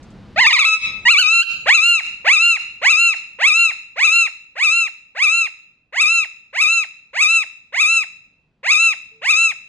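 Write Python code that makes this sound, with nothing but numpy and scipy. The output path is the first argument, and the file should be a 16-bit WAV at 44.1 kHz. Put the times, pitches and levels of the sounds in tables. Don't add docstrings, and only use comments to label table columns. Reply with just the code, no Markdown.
import sys
import numpy as np
from scipy import signal
from scipy.fft import rfft, irfft, next_fast_len
from scipy.io import wavfile
from scipy.ndimage import uniform_filter1d, minimum_filter1d, map_coordinates

SR = 44100
rng = np.random.default_rng(int(sys.argv[2]) if len(sys.argv) > 2 else 0)


def master_out(mix):
    frames = np.transpose(np.atleast_2d(mix))
    ceiling = np.clip(frames, -1, 1)
    pcm = np.round(ceiling * 32767).astype(np.int16)
    wavfile.write(sys.argv[1], SR, pcm)


N = 426888

# (frequency [Hz], relative level [dB per Hz])
TOWN_SPECTRUM = [(15, -31), (25, -3.5), (197, -2.5), (326, -11.5), (1130, -22), (1330, -22.5), (1640, -25),
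                 (4250, -32), (11300, -56.5), (14000, -78.5)]
# (time [s], level [dB])
TOWN_LEVEL = [(0, -71), (1, -70.5), (5, -78), (7.5, -77), (9.7, -71.5)]
# (time [s], relative level [dB])
SCUFFS = [(0.028, -80), (0.104, -86)]
# (start [s], end [s], frequency [Hz], average level before the gain control [dB])
FAR_TONES = [(0.125, 0.809, 199.2, -71), (7.909, 9.719, 157.4, -78), (9.11, 9.247, 444, -64.5)]
# (start [s], length [s], starting pitch [Hz], held from [s], held pitch [Hz],
# swell [s], relative level [dB], brightness [dB per octave], fundamental [dB])
WHISTLES = [(0.359, .414, 611.5, .655, 1297, 0.15, -4.5, -3, -2.5),
            (1.052, 0.3854, 929.4, 1.34, 1357, 0.055, 2.5, -3.5, -6)]
# (crest time [s], crest pitch [Hz], climb [Hz per s],
# sag [Hz per s], accent [dB], roughness [0-1])
YELPS = [(0.415, 1083, 10100, 5180, -4.5, 0), (0.474, 1290, 29900, 8570, 3.5, 0.8),
         (.534, 1326, 38300, 8330, 2.5, 0.8), (.595, 1344, 33660, 6313, 3.5, 0.9),
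         (.655, 1345, 26000, 3500, 3.5, 0.4), (1.113, 1442, 13240, 7350, 1, 0.43),
         (1.196, 1546, 13030, 6970, 7, 0.72), (1.439, 1688, 14500, 6700, -3, 0)]
# (start [s], length [s], top pitch [Hz], relative level [dB], brightness [dB per octave])
CALLS = [(1.657, 0.36, 1401, 1.5, -2.5), (2.244, 0.34, 1390, 2, -3), (2.814, 0.34, 1380, 1, -2.5),
         (3.386, 0.34, 1373, 0.5, -2.5), (3.958, 0.33, 1372, -1.5, -2), (4.553, 0.34, 1368, -4.5, -2),
         (5.147, 0.34, 1362, -4, -2.5), (5.923, 0.34, 1359, -3.5, -2), (6.527, 0.33, 1356, -4, -1.5),
         (7.13, 0.32, 1345, -3.5, -1), (7.722, 0.33, 1351, -3.5, -1), (8.629, 0.32, 1347, -1.5, -1),
         (9.214, 0.32, 1348, -2.5, -1)]
# (harmonic number, relative level [dB])
MEMBRANE_HARMONICS = [(2, 0), (3, -3.5), (4, -7.5), (5, -8), (6, -11), (8, -14), (10, -21), (14, -36)]
# (frequency [Hz], gain [dB])
THROAT = [(430, 2.5), (780, -2.5), (1050, -7.5), (1400, -12.5), (1750, 1), (2100, 3.5), (2450, 3),
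          (2750, -1), (3150, -6.5), (4200, -4.5), (5000, -5), (5650, -18), (6700, -6.5), (7200, -11.5),
          (9600, -13), (11000, -19), (13000, -23.5), (15500, -38.5)]
# (time [s], gain at its centre [dB])
GAPE = [(.4, 2), (1.3, -4.5), (9, -6)]
# (delay [ms], gain)
NEAR_ECHOES = [
    [(.755, .38), (1.63, .2)],
    [(1.396, .48), (2.123, .2)],
]
# (frequency [Hz], left minus right [dB])
LEFT_RIGHT_BALANCE = [(5500, 0), (6500, -4.5), (7500, -4), (10000, -1), (12000, 0)]
# (frequency [Hz], phase [radians])
LEFT_LEAD = [(400, 0), (2000, .6), (3000, 1.3), (4000, 1.85), (5000, 3.1), (5600, 3.3), (6200, 1.3),
             (7000, 1.3), (9000, 2.2), (12000, 2.5)]
# (frequency [Hz], time to fall 60 dB [s])
WALL_DECAY = [(300, 0.93), (1300, 0.58), (2700, 0.64), (6500, 0.51), (12000, 0.29)]

TOP_HZ = 15520
CEILING = 0.96

SWEEP_FROM_HZ, SWEEP_S, SWEEP_CURVE = 420, 0.095, 0.87
CREST_SHARE, SAG_HZ_PER_S = 0.98, 5200
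SURGE_AT_S, SURGE_S, SURGE_HZ = 0.052, 0.014, 46
ARCH_TOP_SHARE, ARCH_BEND_HZ_PER_S2 = 0.66, 18500
DROP_S, DROP_HZ, DROP_CURVE = 0.029, 636, 1.6
GLIDE_HZ_PER_S = 1500

EFFORT_DB_PER_OCTAVE, ONSET_S, ONSET_DB = 15, 0.025, 4.5
SWELL_DB, CALL_SWELL_S = 11.5, 0.002
CALL_RELEASE_S, WHISTLE_RELEASE_S, RELEASE_DB = 0.067, 0.029, 14
CALL_ACCENT_DB, ACCENT_S = 3, 0.011
CALL_ROUGH, SWEEP_ROUGH = 0.68, 0.5
CALL_HELD_ROUGH, WHISTLE_HELD_ROUGH = 0.27, 0.08
ROUGH_S, ROUGH_LAG_S = 0.083, 0.015


def amp(db):
    return 10 ** (np.asarray(db) / 20)


def unit(x):
    return x / np.sqrt(np.mean(x ** 2) + 1e-20)


def along(points, hz):
    f, value = np.transpose(points)
    return np.interp(np.log(hz + 1), np.log(f + 1), value)


def wobble(rate, size):
    knots = rng.standard_normal(int(size * rate / SR) + 4)
    return map_coordinates(knots, [np.arange(size) * rate / SR])


def filtered(x, response):
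    m = next_fast_len(N + SR // 2)
    hz = np.fft.rfftfreq(m, 1 / SR)
    return irfft(rfft(x, m) * response(hz), m)[..., :N]


def add(track, s, sound):
    part = track[max(round(s * SR), 0):][:len(sound)]
    part += sound[:len(part)]


def hiss(size, order=4):
    band = signal.butter(order, [3800, 8800], "band", fs=SR, output="sos")
    return unit(signal.sosfilt(band, rng.standard_normal(size)))


def outside(side_db=-14):
    t = np.arange(N) / SR
    noise = rng.standard_normal((2, N))
    mid, side = unit(filtered(noise, lambda hz: amp(along(TOWN_SPECTRUM, hz))))
    level = amp(np.interp(t, *np.transpose(TOWN_LEVEL)))
    return level * (mid + amp(side_db) * np.array([side, -side]))


def scuffs(t60=0.09):
    track, t = np.zeros(N), np.arange(SR // 4) / SR
    for s, db in SCUFFS:
        add(track, s, amp(db - 60 * t / t60) * hiss(len(t)))
    return track


def far_tones():
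    t = np.arange(N) / SR
    tones = np.zeros(N)
    for start, end, hz, db in FAR_TONES:
        fade = np.clip(np.minimum(t - start, end - t) / 0.012, 0, 1)
        tones += amp(db + 1.5 * wobble(16, N)) * fade * np.sin(2 * np.pi * hz * t)
    return tones


def moments(start, length):
    return np.arange(start, start + length, 0.001)


def bump(s, at, width):
    return np.exp(-((s - at) / width) ** 2)


def effort(s, pitch, swell_s, release_s):
    onset = np.clip(1 - (s - s[0]) / ONSET_S, 0, 1)
    swell = np.clip(1 - (s - s[0]) / swell_s, 0, 1)
    release = np.clip(1 - (s[-1] - s) / release_s, 0, 1)
    from_pitch = EFFORT_DB_PER_OCTAVE * np.log2(pitch / np.median(pitch))
    return from_pitch - ONSET_DB * onset - SWELL_DB * swell - RELEASE_DB * release


def syrinx(s, pitch, effort_db, rough, bright_db, fundamental_db=-7.5, jitter=0.012, shimmer=0.25,
           edge_db=3, beak_hz=4200, beak_width_hz=700, count=14):
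    t = np.arange(s[0], s[-1], 1 / SR)
    pitch = uniform_filter1d(np.interp(t, s, pitch), size=300, mode="nearest")
    effort_db, rough = np.interp(t, s, effort_db), np.interp(t, s, rough)

    tremble = 0.0011 * wobble(70, len(t))
    flutter = jitter * rough * wobble(500, len(t))
    pitch = pitch * (1 + tremble + flutter)
    phase = 2 * np.pi * np.cumsum(pitch) / SR
    k = np.arange(1, count + 1)[:, None]
    harmonic_hz = k * pitch

    tilt_db = (bright_db + edge_db * rough) * np.log2(k / 2)
    source_db = np.where(k == 1, fundamental_db, along(MEMBRANE_HARMONICS, k) + tilt_db)

    knots = np.arange(s[0], s[-1], 0.008)
    draws = rng.standard_normal((count, len(knots)))
    flicker = np.array([np.interp(t, knots, row) for row in draws])
    flicker_db = (k > 2) * (1 + 4 * rough) * flicker

    gape_db = np.interp(s[0], *np.transpose(GAPE))
    beak_db = gape_db / (1 + ((harmonic_hz - beak_hz) / beak_width_hz) ** 2)
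    gain = amp(source_db + flicker_db + beak_db + along(THROAT, harmonic_hz))
    partials = gain * (harmonic_hz < TOP_HZ) * np.sin(k * phase)
    tone = (1 + shimmer * rough * wobble(560, len(t))) * partials.sum(0)

    air = amp(2 * bright_db - 24) * rough * (1 + np.cos(phase)) * hiss(len(t))
    fade = np.clip(np.minimum(t - s[0], s[-1] - t) / 0.004, 0, 1)
    return fade * amp(effort_db) * (tone + air)


def whistle(start, length, start_hz, held_s, held_hz, swell_s, db, bright_db, fundamental_db):
    s = moments(start, length)
    own_yelps = [y for y in YELPS if abs(y[0] - s.mean()) < length]
    at, crest_hz, climb, sag, accent_db, yelp_rough = np.transpose(own_yelps)[:, :, None]
    yelps = crest_hz - np.maximum(climb * (at - s), sag * (s - at))
    rising = np.minimum(start_hz + GLIDE_HZ_PER_S * (s - start), held_hz)
    glide = np.where(s < held_s, rising, held_hz)
    pitch = uniform_filter1d(np.maximum(yelps.max(0), glide), size=9, mode="nearest")
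    accents = (accent_db * bump(s, at, ACCENT_S)).sum(0)
    effort_db = db + effort(s, pitch, swell_s, WHISTLE_RELEASE_S) + accents
    after_crests = (yelp_rough * bump(s, at + ROUGH_LAG_S, ROUGH_S)).max(0)
    rough = np.maximum(after_crests, WHISTLE_HELD_ROUGH)
    return syrinx(s, pitch, effort_db, rough, bright_db, fundamental_db)


def call(start, length, top_hz, db, bright_db):
    s = moments(start, length)
    t = s - start
    crest_hz = CREST_SHARE * top_hz
    climb = (crest_hz - SWEEP_FROM_HZ) * (t / SWEEP_S) ** SWEEP_CURVE
    surge = SURGE_HZ * bump(t, SURGE_AT_S, SURGE_S)
    sweep = SWEEP_FROM_HZ + climb + surge
    yelp = np.minimum(sweep, crest_hz - SAG_HZ_PER_S * (t - SWEEP_S))
    arch = top_hz - ARCH_BEND_HZ_PER_S2 * (t - ARCH_TOP_SHARE * length) ** 2
    drop = DROP_HZ * np.maximum(1 - (length - t) / DROP_S, 0) ** DROP_CURVE
    pitch = np.maximum(np.maximum(yelp, arch * (t > SWEEP_S)) - drop, SWEEP_FROM_HZ)
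    accent = CALL_ACCENT_DB * bump(t, SWEEP_S, ACCENT_S)
    effort_db = db + effort(s, pitch, CALL_SWELL_S, CALL_RELEASE_S) + accent
    after_crest = CALL_ROUGH * bump(t, SWEEP_S + ROUGH_LAG_S, ROUGH_S)
    base_rough = np.where(t < SWEEP_S, SWEEP_ROUGH, CALL_HELD_ROUGH)
    return syrinx(s, pitch, effort_db, np.maximum(after_crest, base_rough), bright_db)


def parakeet():
    voice = np.zeros(N)
    for row in WHISTLES:
        add(voice, row[0], whistle(*row))
    for row in CALLS:
        add(voice, row[0], call(*row))
    return amp(-16.5) * voice


def direct(voice, echo_top_hz=5000):
    side = np.array([[0.5], [-0.5]])

    def echoes(hz):
        return np.array([sum(gain * np.exp(-2j * np.pi * hz * ms / 1000) for ms, gain in port)
                         for port in NEAR_ECHOES])

    def response(hz):
        comb = 1 + echoes(hz) / (1 + (hz / echo_top_hz) ** 4)
        lead = np.exp(1j * side * along(LEFT_LEAD, hz))
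        return comb * lead * amp(side * along(LEFT_RIGHT_BALANCE, hz))

    return filtered(voice, response)


def room(voice, decay, gap_s):
    hz, t, z = signal.stft(rng.standard_normal((2, SR)), SR, nperseg=256)
    fading = z * amp(-60 * t / along(decay, hz)[:, None])
    tail = signal.istft(fading, SR, nperseg=256)[1]
    gap = round(abs(gap_s) * SR)
    tail = np.pad(tail / np.linalg.norm(tail[0]), ((0, 0), (gap, 0)))
    return signal.fftconvolve(voice[None], tail, axes=1)[:, :N]


def scene():
    town = outside()
    bird = scuffs() + parakeet()
    scatter = amp(-14) * room(bird, [(1000, 0.16), (10000, 0.12)], gap_s=0.003)
    ring = amp(-15.5) * room(bird, WALL_DECAY, gap_s=0.0043)
    return direct(bird) + scatter + ring + town + far_tones()


def gain_control(x, open_db=28, target_db=-11.0, hold_s=0.046, release_db=260, forget_db=3,
                 settle_s=2.74, attack_s=0.0078, size=44):
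    rate = SR / size
    power = np.abs(uniform_filter1d(np.mean(x ** 2, 0), size=4 * size))[::size]
    t = np.arange(len(power)) / rate
    excess_db = np.maximum(10 * np.log10(power + 1e-12) + open_db - target_db, 0)

    def recover(db, speed):
        return np.maximum.accumulate(db + speed * t) - speed * t

    def smooth(db, seconds):
        keep = np.exp(-1 / (seconds * rate))
        return signal.lfilter([1 - keep], [1, -keep], db)

    falling = recover(excess_db, release_db)
    held = np.maximum(falling, np.interp(t - hold_s, t, falling))
    fast = smooth(held, attack_s)
    slow = smooth(recover(excess_db, forget_db), settle_s)
    cut_db = np.interp(np.arange(N) / SR, t, np.maximum(fast, slow))
    return x * amp(open_db - cut_db)


def limiter(x, size=130):
    needed = CEILING / np.maximum(np.abs(x).max(0), CEILING)
    return x * uniform_filter1d(minimum_filter1d(needed, size=size), size=size)


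def record(dry):
    limited = limiter(gain_control(dry))
    return filtered(limited, lambda hz: hz < TOP_HZ)


dry = scene()
out = record(dry)
master_out(out)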